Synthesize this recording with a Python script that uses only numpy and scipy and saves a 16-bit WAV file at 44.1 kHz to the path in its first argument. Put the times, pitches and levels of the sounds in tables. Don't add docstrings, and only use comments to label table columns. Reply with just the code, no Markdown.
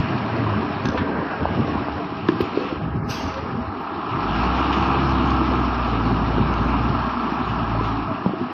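import sys
import numpy as np
from scipy import signal
from scipy.fft import rfft, irfft, next_fast_len
from scipy.io import wavfile
from scipy.ndimage import uniform_filter1d

SR = 44100
rng = np.random.default_rng(int(sys.argv[2]) if len(sys.argv) > 2 else 0)


def persist_wave(psi):
    counts = np.round(np.clip(psi, -1, 1) * 32767).astype(np.int16)
    wavfile.write(sys.argv[1], SR, np.atleast_2d(counts).T)


def boost(x):
    u = np.asarray(x, float) / 20
    return 10 ** u


N = 376155
T = np.arange(N) / SR


def evened(x):
    return x / np.sqrt(np.mean(x ** 2) + 1e-20)


def columns(rows, outside=None):
    s, *values = np.transpose(rows)
    return [np.interp(T, s, v, outside, outside) for v in values]


def add(mix, s, sound):
    part = mix[round(s * SR):][:len(sound)]
    part += sound[:len(part)]


def white(n=N):
    return rng.standard_normal(n)


def coloured(x, points):
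    size = next_fast_len(len(x))
    f, db = np.transpose(points)
    hz = np.fft.rfftfreq(size, 1 / SR)
    shape = boost(np.interp(np.log(hz + 1), np.log(f + 1), db, -120, -120))
    return evened(irfft(rfft(x, size) * shape, size)[:len(x)])


def patchy(patch_db, bins, frames):
    a, b, patches = rng.standard_normal((N // 128 + 5, 257, 3)).T
    patches = uniform_filter1d(patches, bins, 0)
    patches = evened(uniform_filter1d(patches, frames, 1))
    spectrum = (a + 1j * b) * boost(patch_db * patches)
    return signal.istft(spectrum, nperseg=512, noverlap=384)[1][:N]


def wander(rate_hz):
    low_pass = signal.butter(2, rate_hz, fs=SR / 32, output="sos")
    coarse = evened(signal.sosfilt(low_pass, white(N // 32 + 2)))
    return np.interp(np.arange(N) / 32, np.arange(len(coarse)), coarse)


def resonate(x, hz, width_hz):
    turn = np.exp(2j * np.pi * np.cumsum(hz * np.ones(len(x))) / SR)
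    r = np.exp(-np.pi * width_hz / SR)
    once = signal.lfilter([1 - r], [1, -r], x / turn)
    twice = signal.lfilter([1 - r], [1, -r], once)
    return (turn * twice).real


# [t/s, firing rate f/Hz, exhaust load/dB, silencer's effect on second beat/dB]
COAST = [
    (0, 71.8, -41, -3),
    (.1, 67.06, -25.5, -3),
    (.25, 57.9, -32, -1),
    (.4, 56.8, -23.5, -3),
    (.56, 50.7, -33, 3),
    (.68, 52.6, -58, -1),
]
# [t/s, firing rate f/Hz, exhaust load/dB, silencer's effect on second beat/dB]
PULL = [(4.08, 40.25, -58, -1), (4.3, 50.34, -30.5, -4), (4.46, 61.2, -26, -7), (4.62, 65.04, -29, -11),
        (4.8, 67.25, -28.5, -5), (4.92, 67.1, -29.5, 5.5), (5.07, 66.93, -27, 5.5),
        (5.16, 66.33, -26, -7.5), (5.5, 64.16, -27.5, -2), (6.0, 56.44, -27.5, -1), (6.75, 58.33, -26, -4),
        (7.0, 58.64, -32, 1), (7.15, 59.1, -41, -1), (7.35, 62.3, -40.5, -4), (7.53, 59.06, -34.5, 4),
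        (7.79, 54.73, -29.5, 1.5), (8.03, 54.2, -35.5, 3), (8.16, 49.7, -72, 1)]
# [multiple of firing rate, level/dB]
UPPER_BEATS = [(1.5, -7.5), (2.5, -8.5), (3, 4), (3.5, -9.5), (4, 6), (4.5, -5.5), (5, -0.5), (6, -7.5),
               (7, -2.5), (8, -10.5), (9, -7.5)]
# [f/Hz, gain/dB]
PIPE = [(30, 7.5), (170, -4.5), (200, -1.5), (240, -2), (268, 0.5), (300, -0.5), (335, 9.5), (400, -11.5),
        (470, -3), (600, -8.5)]


def exhaust(rows, first_beat_db, second_beat_db, upper_beats_db):
    on = (T > rows[0][0]) & (T < rows[-1][0])
    hz, load_db, hold_db = (curve[on] for curve in columns(rows))
    first_db = load_db + first_beat_db
    second_db = load_db + second_beat_db + hold_db
    upper_db = load_db + upper_beats_db + (1 - 0.51) * np.clip(-30 - load_db, 0, 14)
    phase = 2 * np.pi * np.cumsum(hz) / SR
    beats = boost(first_db + 1.1 * wander(18.0)[on]) * np.sin(phase)
    beats += boost(second_db + 1.7 * wander(1.6)[on]) * np.sin(2 * phase)
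    for k, db in UPPER_BEATS:
        pipe_db = np.interp(k * hz, *np.transpose(PIPE))
        level = boost(upper_db + db + pipe_db + 0.33 * wander(3.6)[on])
        beats += level * np.sin(k * phase + 2 * np.pi * rng.random())
    out = np.zeros(N)
    onset_s = 0.0043
    out[on] = np.sqrt(2) * beats * np.clip(T[:len(hz)] / onset_s, 0, 1)
    return out


CYLINDERS = [0.5, -16, -19, 5.5, 2.5, 9]
# [t/s, effort/dB, fan air against effort/dB]
WORK = [(0.0, -29, -9.5), (0.52, -28.5, -11.5), (0.8, -29.5, -11), (1.04, -27.5, -16.5), (1.69, -29, -12),
        (2.18, -34, -9.5), (2.68, -29, -9.5), (2.8, -35, -12), (3.05, -34.5, -20), (3.3, -30.5, -11),
        (3.66, -32.5, -16.5), (4.0, -30, -14), (4.42, -23.5, -10.5), (4.77, -23, -11), (6.29, -27, -12),
        (6.75, -26, -12.5), (7.85, -27.5, -13.5), (8.3, -32.5, -12.5)]
# [t/s, share of its din in the middle sound/0-1]
BUSY = [(0, 0.64), (.8, 0.73), (1.05, 0.94), (1.7, 0.79), (2.1, 0.26), (2.7, 0.44), (3.5, 0.43),
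        (3.75, 0.13), (4.05, 0.02), (4.6, 0.05), (5.5, 0), (6.3, 0.2), (7.0, 0.07), (7.9, 0.13),
        (8.53, 0.3)]
# [f/Hz, density/dB per Hz]
BOOM = [(90, -23), (150, 0), (204, 3.5), (281, 6), (320, 3.5), (400, 1.5), (450, -1.5), (520, -15.5),
        (700, -53.5)]
# [f/Hz, density/dB per Hz]
ROAR = [(400, -44), (520, -14.5), (640, -3), (740, 0.5), (830, 1.5), (947, 2), (1060, 3.5), (1300, 4),
        (1400, -1.5), (1480, -10.5), (1630, -5.5), (1800, -15.5), (2100, -34.5), (2700, -48)]
# [f/Hz, density/dB per Hz]
DIN = [(260, -35), (440, 0), (618, -3.5), (719, -3), (879, -9.5), (949, -2), (1110, -5.5), (1460, -10),
       (1600, -7), (1760, -11.5), (2300, -21), (2990, -47.5), (5060, -120)]
# [f/Hz, density/dB per Hz]
HISS = [(1120, -16.5), (1900, -2), (2080, -4), (2370, 2.5), (2860, 1.5), (3330, -6), (4410, -9),
        (4740, -14), (5400, -11), (5900, -21), (6600, -26.5), (8000, -45.5), (9500, -53), (15600, -56)]
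IDLE_DB = -30
FAN_REST_DB = -44


def block():
    rate_hz = columns([row[:2] for row in COAST + PULL])[0]
    firings = np.cumsum(rate_hz) / SR
    strength = boost(np.array(CYLINDERS)[firings.astype(int) % len(CYLINDERS)])
    puff = strength * np.exp(-(firings % 1) / 0.11)
    valve = np.exp(-(firings % len(CYLINDERS)) / 1.5)
    effort_db, air_db = columns(WORK)
    share = np.clip(columns(BUSY)[0], 0, 1)
    boom_db = -33 + 5.5 * (np.sqrt(share) - .5)
    boom_db += 0.79 * (effort_db - IDLE_DB) + 1.25 * wander(3.0)
    jerks = boost(0.5 * wander(41.0))
    boom = coloured(patchy(3.3, bins=2, frames=12) * jerks, BOOM)
    roar = coloured(patchy(0.26, bins=2, frames=30) * (1 + 0.063 * puff) * jerks, ROAR)
    din = coloured(patchy(3.17, bins=3, frames=15) * jerks, DIN)
    hiss = coloured(patchy(1.5, bins=8, frames=20) * (1 + 0.25 * puff + 0.42 * valve), HISS)
    middle = np.sqrt(1 - share) * roar + np.sqrt(share) * din
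    return boost(boom_db) * boom + boost(effort_db) * middle + boost(effort_db + air_db) * hiss


# [f/Hz, width/Hz, level against hiss/dB]
FIZZ = [(7910, 1100, -45), (12350, 600, -50), (14600, 800, -49.5)]


def fan_fizz():
    bands = sum(boost(db) * evened(resonate(white(), hz, width)) for hz, width, db in FIZZ)
    fan_db = sum(columns(WORK))
    return bands * boost(FAN_REST_DB + 0.6 * (fan_db - FAN_REST_DB) + 2.2 * wander(5.6))


# [t/s, f/Hz, depth/0-1]
DIP = [(0, 484, 0.45), (.25, 480, 0.8), (.55, 520, 0.34), (.8, 480, 0.84), (1.0, 520, 0), (1.6, 520, .1),
       (2.15, 520, 0.63), (2.6, 595, 0), (3.3, 650, 0.3), (3.53, 656, 0.9), (3.66, 573, 0.3),
       (3.83, 604, 0.46), (4.3, 520, 0.1), (5.5, 573, 0.13), (6.8, 472, 0.15), (7.25, 520, 0.53),
       (7.95, 488.5, 0.73), (8.5, 520, .6)]


def ground_dip(x):
    hz, depth = columns(DIP)
    return x - np.clip(depth, 0, 1) * 2 * resonate(x, hz, width_hz=340)


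# [t/s, peak level/dB, ring f/Hz, rise/s, crack against peak/dB]
KNOCKS = [(0.854, -11, 256, 0.0036, -4), (0.887, -16, 229, 0.0028, -16), (1.454, -4.5, 825, 0.0015, -26.5),
          (1.8842, -21.5, 520, 0.003, 11.5), (2.2864, -2.5, 321, 0.005, -10),
          (2.4032, -6, 366, 0.0043, -25), (2.573, -5, 385, 0.0027, -23), (2.724, -11.5, 310, 0.00306, -16),
          (2.953, -17, 220, 0.0045, -16), (6.381, -8.5, 372, 0.0014, -23), (7.809, -12.5, 374, 0.0035, -26),
          (8.2605, -5.5, 195, 0.0028, -2.5)]
# [t/s, level/dB, length/s, top against level/dB, tilt/dB per octave]
TICKS = [(0.359, -28, 0.018, -59, -8), (0.854, -22.5, 0.025, -28.5, 4), (0.886, -27, 0.017, -50, 7),
         (0.97, -21.5, 0.16, -71, -7.5), (2.284, -22, 0.033, -38, -1), (2.4067, -23.5, 0.039, -18, 0),
         (2.417, -36, 0.027, -16, -4), (3.341, -30, .02, -54, 4), (3.874, -31.5, 0.0097, -57, -4),
         (3.805, -53, 0.153, -8, -1), (4.724, -22, 0.089, -44, -2.5), (5.302, -30.5, 0.037, -62, 6.5),
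         (6.538, -24, 0.017, -31, 0.5), (7.285, -50.5, 0.46, -15.5, -2), (7.825, -34.5, 0.34, -33, -0.3)]
# [f/Hz, density/dB per Hz]
SNAP = [(900, -4), (1700, -0.5), (2300, -3), (3300, -2.5), (4500, -10), (6000, -14.5), (7000, -29.5)]
# [delay t/s, level/dB]
YARD = [(.012, -15), (.017, -14.5), (0.033, -11), (.047, -14.5), (0.082, -17.5)]


def steel():
    out, direct, t = np.zeros(N), np.zeros(N), T[:8000]
    for s, db, hz, rise, crack_db in KNOCKS:
        t60 = 0.034 * (300 / hz) ** 1.7
        swell = np.sin(np.pi / 2 * np.clip(t / rise, 0, 1)) ** 2
        swell *= boost(-60 * np.maximum(t - rise, 0) / t60)
        phase = 2 * np.pi * hz * (t - rise)
        ring = swell * (np.cos(phase) + 0.28 * np.cos(0.62 * phase))
        dent = -np.exp(-((t - .0012) / 0.00068) ** 2) * np.cos(2 * np.pi * 700 * (t - .0012))
        add(out, s, boost(db) * (ring / abs(ring).max() + boost(crack_db) * dent))
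    for s, db, length, top_db, tilt_db in TICKS:
        tilted = [(hz, at_db + tilt_db * np.log2(hz / 2000)) for hz, at_db in SNAP]
        low = coloured(white(len(t)), tilted)
        top = coloured(white(len(t)), [(7400, -13.0), (9000, -13.5), (12300, -3.5), (14500, 0.0), (15500, -5.5)])
        start = np.sin(np.pi / 2 * np.clip(t / (0.0005 + 0.06 * length), 0, 1)) ** 2
        fade = start * boost(db - 60 * t / max(length, .004))
        add(out, s, fade * low)
        add(direct, s, fade * boost(top_db) * top)
    echoes = np.zeros(SR // 8)
    echoes[0] = 1
    for delay, db in YARD:
        echoes[round(delay * SR)] = boost(db)
    thin = signal.sosfilt(signal.butter(2, 110, "high", fs=SR, output="sos"), out)
    return signal.oaconvolve(thin, echoes)[:N] + direct


# [f/Hz, density/dB per Hz]
JET = [(900, -19), (1500, 1), (1900, -7), (2900, 0), (3320, -8.5), (4000, -5), (5630, -3), (6400, -8.5),
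       (6900, -32.5), (8000, -20), (9500, -29), (12000, -13.5), (13200, -18), (15500, -29)]


def air_valve():
    opens_s, leaks_s, opens_db_per_s = 3.103, 3.045, 898
    since = T - opens_s
    leak_db = -26 + np.minimum(opens_db_per_s * (T - leaks_s), 0)
    opening_db = np.maximum(opens_db_per_s * since, leak_db)
    draining_db = np.maximum(-68 * since, -10 - 38 * since)
    level_db = -31 + np.minimum(opening_db, draining_db)
    jet = coloured(patchy(3.2, bins=1, frames=30), JET)
    low = signal.sosfiltfilt(signal.butter(4, 6900, fs=SR, output="sos"), jet)
    top_db = -5.0 - 66 * np.maximum(since, 0)
    return boost(level_db) * (low + boost(top_db) * (jet - low))


# [t/s, peak level/dB, ring f/Hz]
BUMPS = [(0.382, -24, 120.2), (.678, -18, 242), (2.669, -17, 296), (2.819, -11, 171.6), (2.856, -14, 150),
         (3.018, -10, 150), (3.092, -14, 120), (3.639, -20, 246), (4.873, -14.5, 131.7), (5.612, -11, 274),
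         (0.944, -12, 256), (0.993, -9, 261), (1.503, -12, 136.7), (1.642, -13, 247), (1.76, -22, 229),
         (2.122, -12, 292), (2.319, -26, 339), (3.204, -21, 245), (3.396, -16, 283), (3.542, -16, 143),
         (3.908, -21, 293), (4.073, -26, 296), (4.329, -9.5, 188), (4.606, -6, 288), (5.415, -6, 288),
         (6.217, -7, 240), (6.28, -9, 227.9), (6.693, -5.5, 256.3), (7.008, -11, 128), (7.32, -6, 237),
         (8.111, -9.5, 258), (8.334, -8.5, 353), (8.368, -18, 353), (8.412, -8.5, 235)]
# [t/s, peak level/dB, ring f/Hz]
CLACKS = [(.416, -26, 595), (.523, -20, 509), (0.537, -13, 1120), (.956, -13, 517), (1.043, -14, 460),
          (5.512, -16, 511), (6.193, -17, 673), (7.749, -16, 616), (1.093, -15, 886), (2.72, -20, 760),
          (2.81, -20, 684), (3.198, -15, 890), (3.849, -22, 1050), (3.8735, -19, 1160), (4.16, -10.5, 1290),
          (4.291, -12, 853), (4.398, -17, 1190), (4.629, -14, 1190), (4.709, -17, 834), (4.831, -11, 966),
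          (5.153, -18, 1030), (5.317, -9, 1110), (5.407, -18, 1220), (6.008, -13, 1100), (6.573, -13, 1060),
          (6.74, -10, 1010), (6.947, -14, 789), (7.279, -21, 1090), (7.378, -28, 985), (7.613, -21, 705)]
# [t/s, peak level/dB, ring f/Hz]
CHINKS = [(0.3949, -22, 1620), (0.4378, -14, 1580), (1.0114, -26, 1650), (3.2044, -31, 1600),
          (3.8494, -32, 1600), (5.0423, -24, 1600), (5.2973, -15, 2510), (5.405, -21, 1750),
          (6.6442, -23, 1610), (7.385, -26, 1594)]


def jolts():
    out, t = np.zeros(N), T[:4000]
    # table, cycles until 60 dB down, trim/dB
    for rows, cycles, trim_db in ((BUMPS, 8.6, -7), (CLACKS, 26, -5), (CHINKS, 19, -6.5)):
        for s, db, hz in rows:
            swell = np.sin(np.pi / 2 * np.clip(t * hz, 0, 1)) ** 2
            swell *= boost(-60 * np.maximum(t * hz - 1, 0) / cycles)
            add(out, s, boost(db + trim_db) * swell * np.cos(2 * np.pi * hz * t))
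    return out


# [t/s, length/s,
# from f/Hz, to f/Hz, level/dB]
RINGS = [(0.51, 0.24, 202, 254, -27), (0.549, 0.21, 440, 421, -38), (0.99, 0.81, 1640, 1600, -42.5),
         (4.7, 0.41, 830, 812, -31.5), (1.9, 0.17, 820, 635, -34), (1.67, 0.058, 1070, 1130, -31.5),
         (2.56, 0.23, 480, 530, -38), (3.13, 0.089, 3500, 3100, -45), (0.97, 0.11, 285, 280, -24.5),
         (1.747, 0.064, 676, 630, -40), (3.31, 0.12, 533, 540, -35), (3.56, 0.081, 240, 245, -27),
         (7.847, 0.056, 950, 970, -32), (7.78, .04, 1014, 1010, -27), (8.052, 0.04, 1220, 1300, -31),
         (8.07, 0.088, 670, 630, -33.5), (7.057, 0.25, 256, 220, -31), (8.309, 0.15, 350, 340, -30),
         (8.361, 0.14, 243.7, 250, -29)]
# [f/Hz, level/dB, t60/s]
COLUMN = [(1020, 16, 0.018), (1726, 12.5, 0.018), (2800, 0.5, 0.025), (3550, 2, 0.015)]


def rings():
    out = np.zeros(N)
    for s, length, from_hz, to_hz, db in RINGS:
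        done = T[:round(length * SR)] / length
        hz = from_hz + (to_hz - from_hz) * done
        width_hz = 22 + 8 * (from_hz / 1000) ** 2
        tone = evened(resonate(white(len(hz)), hz, width_hz))
        add(out, s, boost(db) * np.sin(np.pi * done) * tone)
    t = T[:2000]
    clang = sum(boost(db - 60 * t / t60) * np.sin(2 * np.pi * hz * t) for hz, db, t60 in COLUMN)
    clang_s, clang_db = 2.2866, -23
    add(out, clang_s, boost(clang_db) * clang * (1 - np.exp(-(t / 0.00097) ** 2)))
    return out


# [f/Hz, width/Hz, level/dB]
HUMS = [(293.4, 2.6, -39.5), (395, 4.6, -47.5), (811.7, 40, -43), (650, 16, -46)]
# [t/s, f/Hz, level/dB]
PUMP = [
    (4.6, 259.6, -63),
    (5.0, 250, -44),
    (5.2, 247.6, -29.5),
    (5.45, 260, -34.5),
    (5.9, 255, -35.5),
    (6.4, 256, -38),
    (6.9, 243, -78),
]


def far_machine():
    hums = sum(boost(db) * evened(resonate(white(), hz, width)) for hz, width, db in HUMS)
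    moan = evened(resonate(white(), columns(PUMP)[0], width_hz=17.0))
    return hums + boost(columns(PUMP, -120)[1]) * moan


def puffs(rows):
    t = T[::32]
    power = 0
    for s, db, fall in rows:
        away = np.maximum(t - s, (s - t) / 0.77)
        power = power + boost(db - 20 * away / fall) ** 2
    return np.interp(T, t, np.sqrt(power))


# [t/s, level/dB, fall/s]
GUSTS = [(0.0, -18.5, 0.13), (.12, -30.5, 0.37), (.4, -25.5, 0.39), (.6, -31, 0.78), (.85, -25, 0.15),
         (1.02, -19, 0.034), (1.19, -21.5, 0.042), (1.42, -23.5, 0.05), (1.59, -20, 0.16),
         (1.8, -30.5, 0.39), (2.18, -36, 0.038), (2.29, -27.5, 0.46), (2.83, -24.5, 0.14),
         (2.97, -23, 0.13), (3.08, -24.5, 0.09), (3.28, -28.5, 0.071), (3.43, -29, 0.055),
         (3.54, -24, 0.12), (3.94, -44, 0.063), (4.16, -24, 0.12), (4.82, -30, 0.087), (5.13, -29.5, 0.14),
         (5.53, -28, 0.17), (6.13, -23.5, 0.25), (6.41, -22.5, 0.54), (6.91, -24.5, 0.18),
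         (7.53, -24, 0.22), (8.1, -30, 0.27), (8.43, -33, 0.15)]
# [t/s, level/dB, fall/s]
THUDS = [(0.0, -14, 0.015), (.52, -33.5, 0.22), (.9, -32, 0.48), (1.51, -29, 0.35), (1.75, -34.5, 0.28),
         (1.93, -28.5, 0.074), (2.15, -43, 0.2), (2.43, -27, 0.037), (2.69, -50, 0.067), (2.84, -44, 0.083),
         (2.98, -29, 0.5), (3.27, -29.5, 0.075), (3.42, -31.5, 0.16), (3.64, -31, 0.2), (3.84, -36, 0.051),
         (3.96, -35, 0.082), (4.1, -44, 0.11)]
# [f/Hz, density/dB per Hz]
BUFFET = [(60, -42), (80, -5.5), (100, 0), (227, -3.5), (298, -9.5), (400, -12), (470, -39.5), (600, -71.5)]
# [f/Hz, density/dB per Hz]
DEEP = [(30, -38), (50, -15), (65, -5.5), (85, -1.5), (100, -5.5), (130, -34.5)]
# [f/Hz, density/dB per Hz]
GROUND = [(10, -4.5), (25, 0.5), (60, -6), (90, -25)]


def wind():
    lumps = coloured(white() * boost(2.0 * wander(21.0)), BUFFET)
    thuds = coloured(white() * boost(2.2 * wander(8.9)), DEEP)
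    rumble = coloured(white(), GROUND)
    shake = boost(columns(PULL)[1] - 2.5)
    lull = boost(-50)
    stir = np.sqrt(puffs(GUSTS) ** 2 + shake ** 2 + lull ** 2)
    return stir * lumps + puffs(THUDS) * thuds + boost(-59.5) * rumble


# [f/Hz, density/dB per Hz]
HAZE = [(2500, -19), (3500, -6), (4500, 6), (5600, 1), (5900, -18)]


def haze():
    fan_db = sum(columns(WORK))
    return boost(-66 + 0.3 * (fan_db - FAN_REST_DB)) * coloured(white(), HAZE)


def scene():
    diesel = exhaust(COAST, first_beat_db=-37, second_beat_db=0.3, upper_beats_db=-12.5)
    diesel += exhaust(PULL, first_beat_db=0.3, second_beat_db=-3.5, upper_beats_db=-10.5)
    diesel = ground_dip(diesel + block())
    near = diesel + fan_fizz() + steel() + air_valve() + jolts() + rings()
    return (near + far_machine() + wind() + haze())[None]


def top_cut(x):
    return signal.sosfilt(signal.butter(12, 15720, fs=SR, output="sos"), x)


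# [f/Hz, limit level/dB, cut/dB]
THIN = [(400, -75, -3), (520, -65, -7), (641.6, -82, 5), (2010, -70, -17), (4040, -80, -7),
        (5230, -87.5, -9.5), (5740, -81.5, -16.5), (5900, -77, -44), (5900, -71, -47), (6580, -84, -40),
        (7100, -90.5, -30.5), (7100, -92.5, -14.5), (8800, -100, -10.5), (16000, -103, -9.5)]
# [from f/Hz, to f/Hz]
GAPS = [(6950, 7300), (13250, 14150), (15550, 22050)]


def record(dry):
    frame = dict(nperseg=2048, noverlap=1024, window="cosine")
    hz, _, z = signal.stft(dry[0], SR, **frame)
    band_hz = hz[:1024, None]
    below_top = band_hz < 5800
    power = abs(z[:1024]) ** 2
    bands_db = 10 * np.log10(power.reshape(128, 8, -1).mean(1).repeat(8, 0) + 1e-20)
    wide_db = uniform_filter1d(bands_db.reshape(64, 16, -1).mean(1), size=3, axis=1)
    fickle = evened(uniform_filter1d(rng.standard_normal(wide_db.T.shape), size=5, axis=0)).T
    fickle[21:] = 0
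    wide_db = (wide_db + 3.5 * fickle).repeat(16, axis=0)
    bands_db = np.where(below_top, bands_db, wide_db)
    at_hz, limit_db, cut_db = np.transpose(THIN)
    drift_db = uniform_filter1d(bands_db, size=9, axis=1) - bands_db.mean(1, keepdims=True)
    limit_db = np.interp(band_hz, at_hz, limit_db) + 0.096 * drift_db * below_top
    z[:1024] *= np.where(bands_db < limit_db, boost(np.interp(band_hz, at_hz, cut_db)), 1)
    power = abs(z) ** 2
    around = uniform_filter1d(power, size=9, axis=0)
    z *= (power / (around + 1e-20) + 1e-6) ** (0.057 / 2)
    for low_hz, high_hz in GAPS:
        z[(hz > low_hz) & (hz < high_hz)] *= boost(-21.0)
    thinned = signal.istft(z, SR, **frame)[1][None, :N]
    return top_cut(thinned * np.minimum(T / 0.00077, 1))


dry = scene()
out = record(dry)
persist_wave(out)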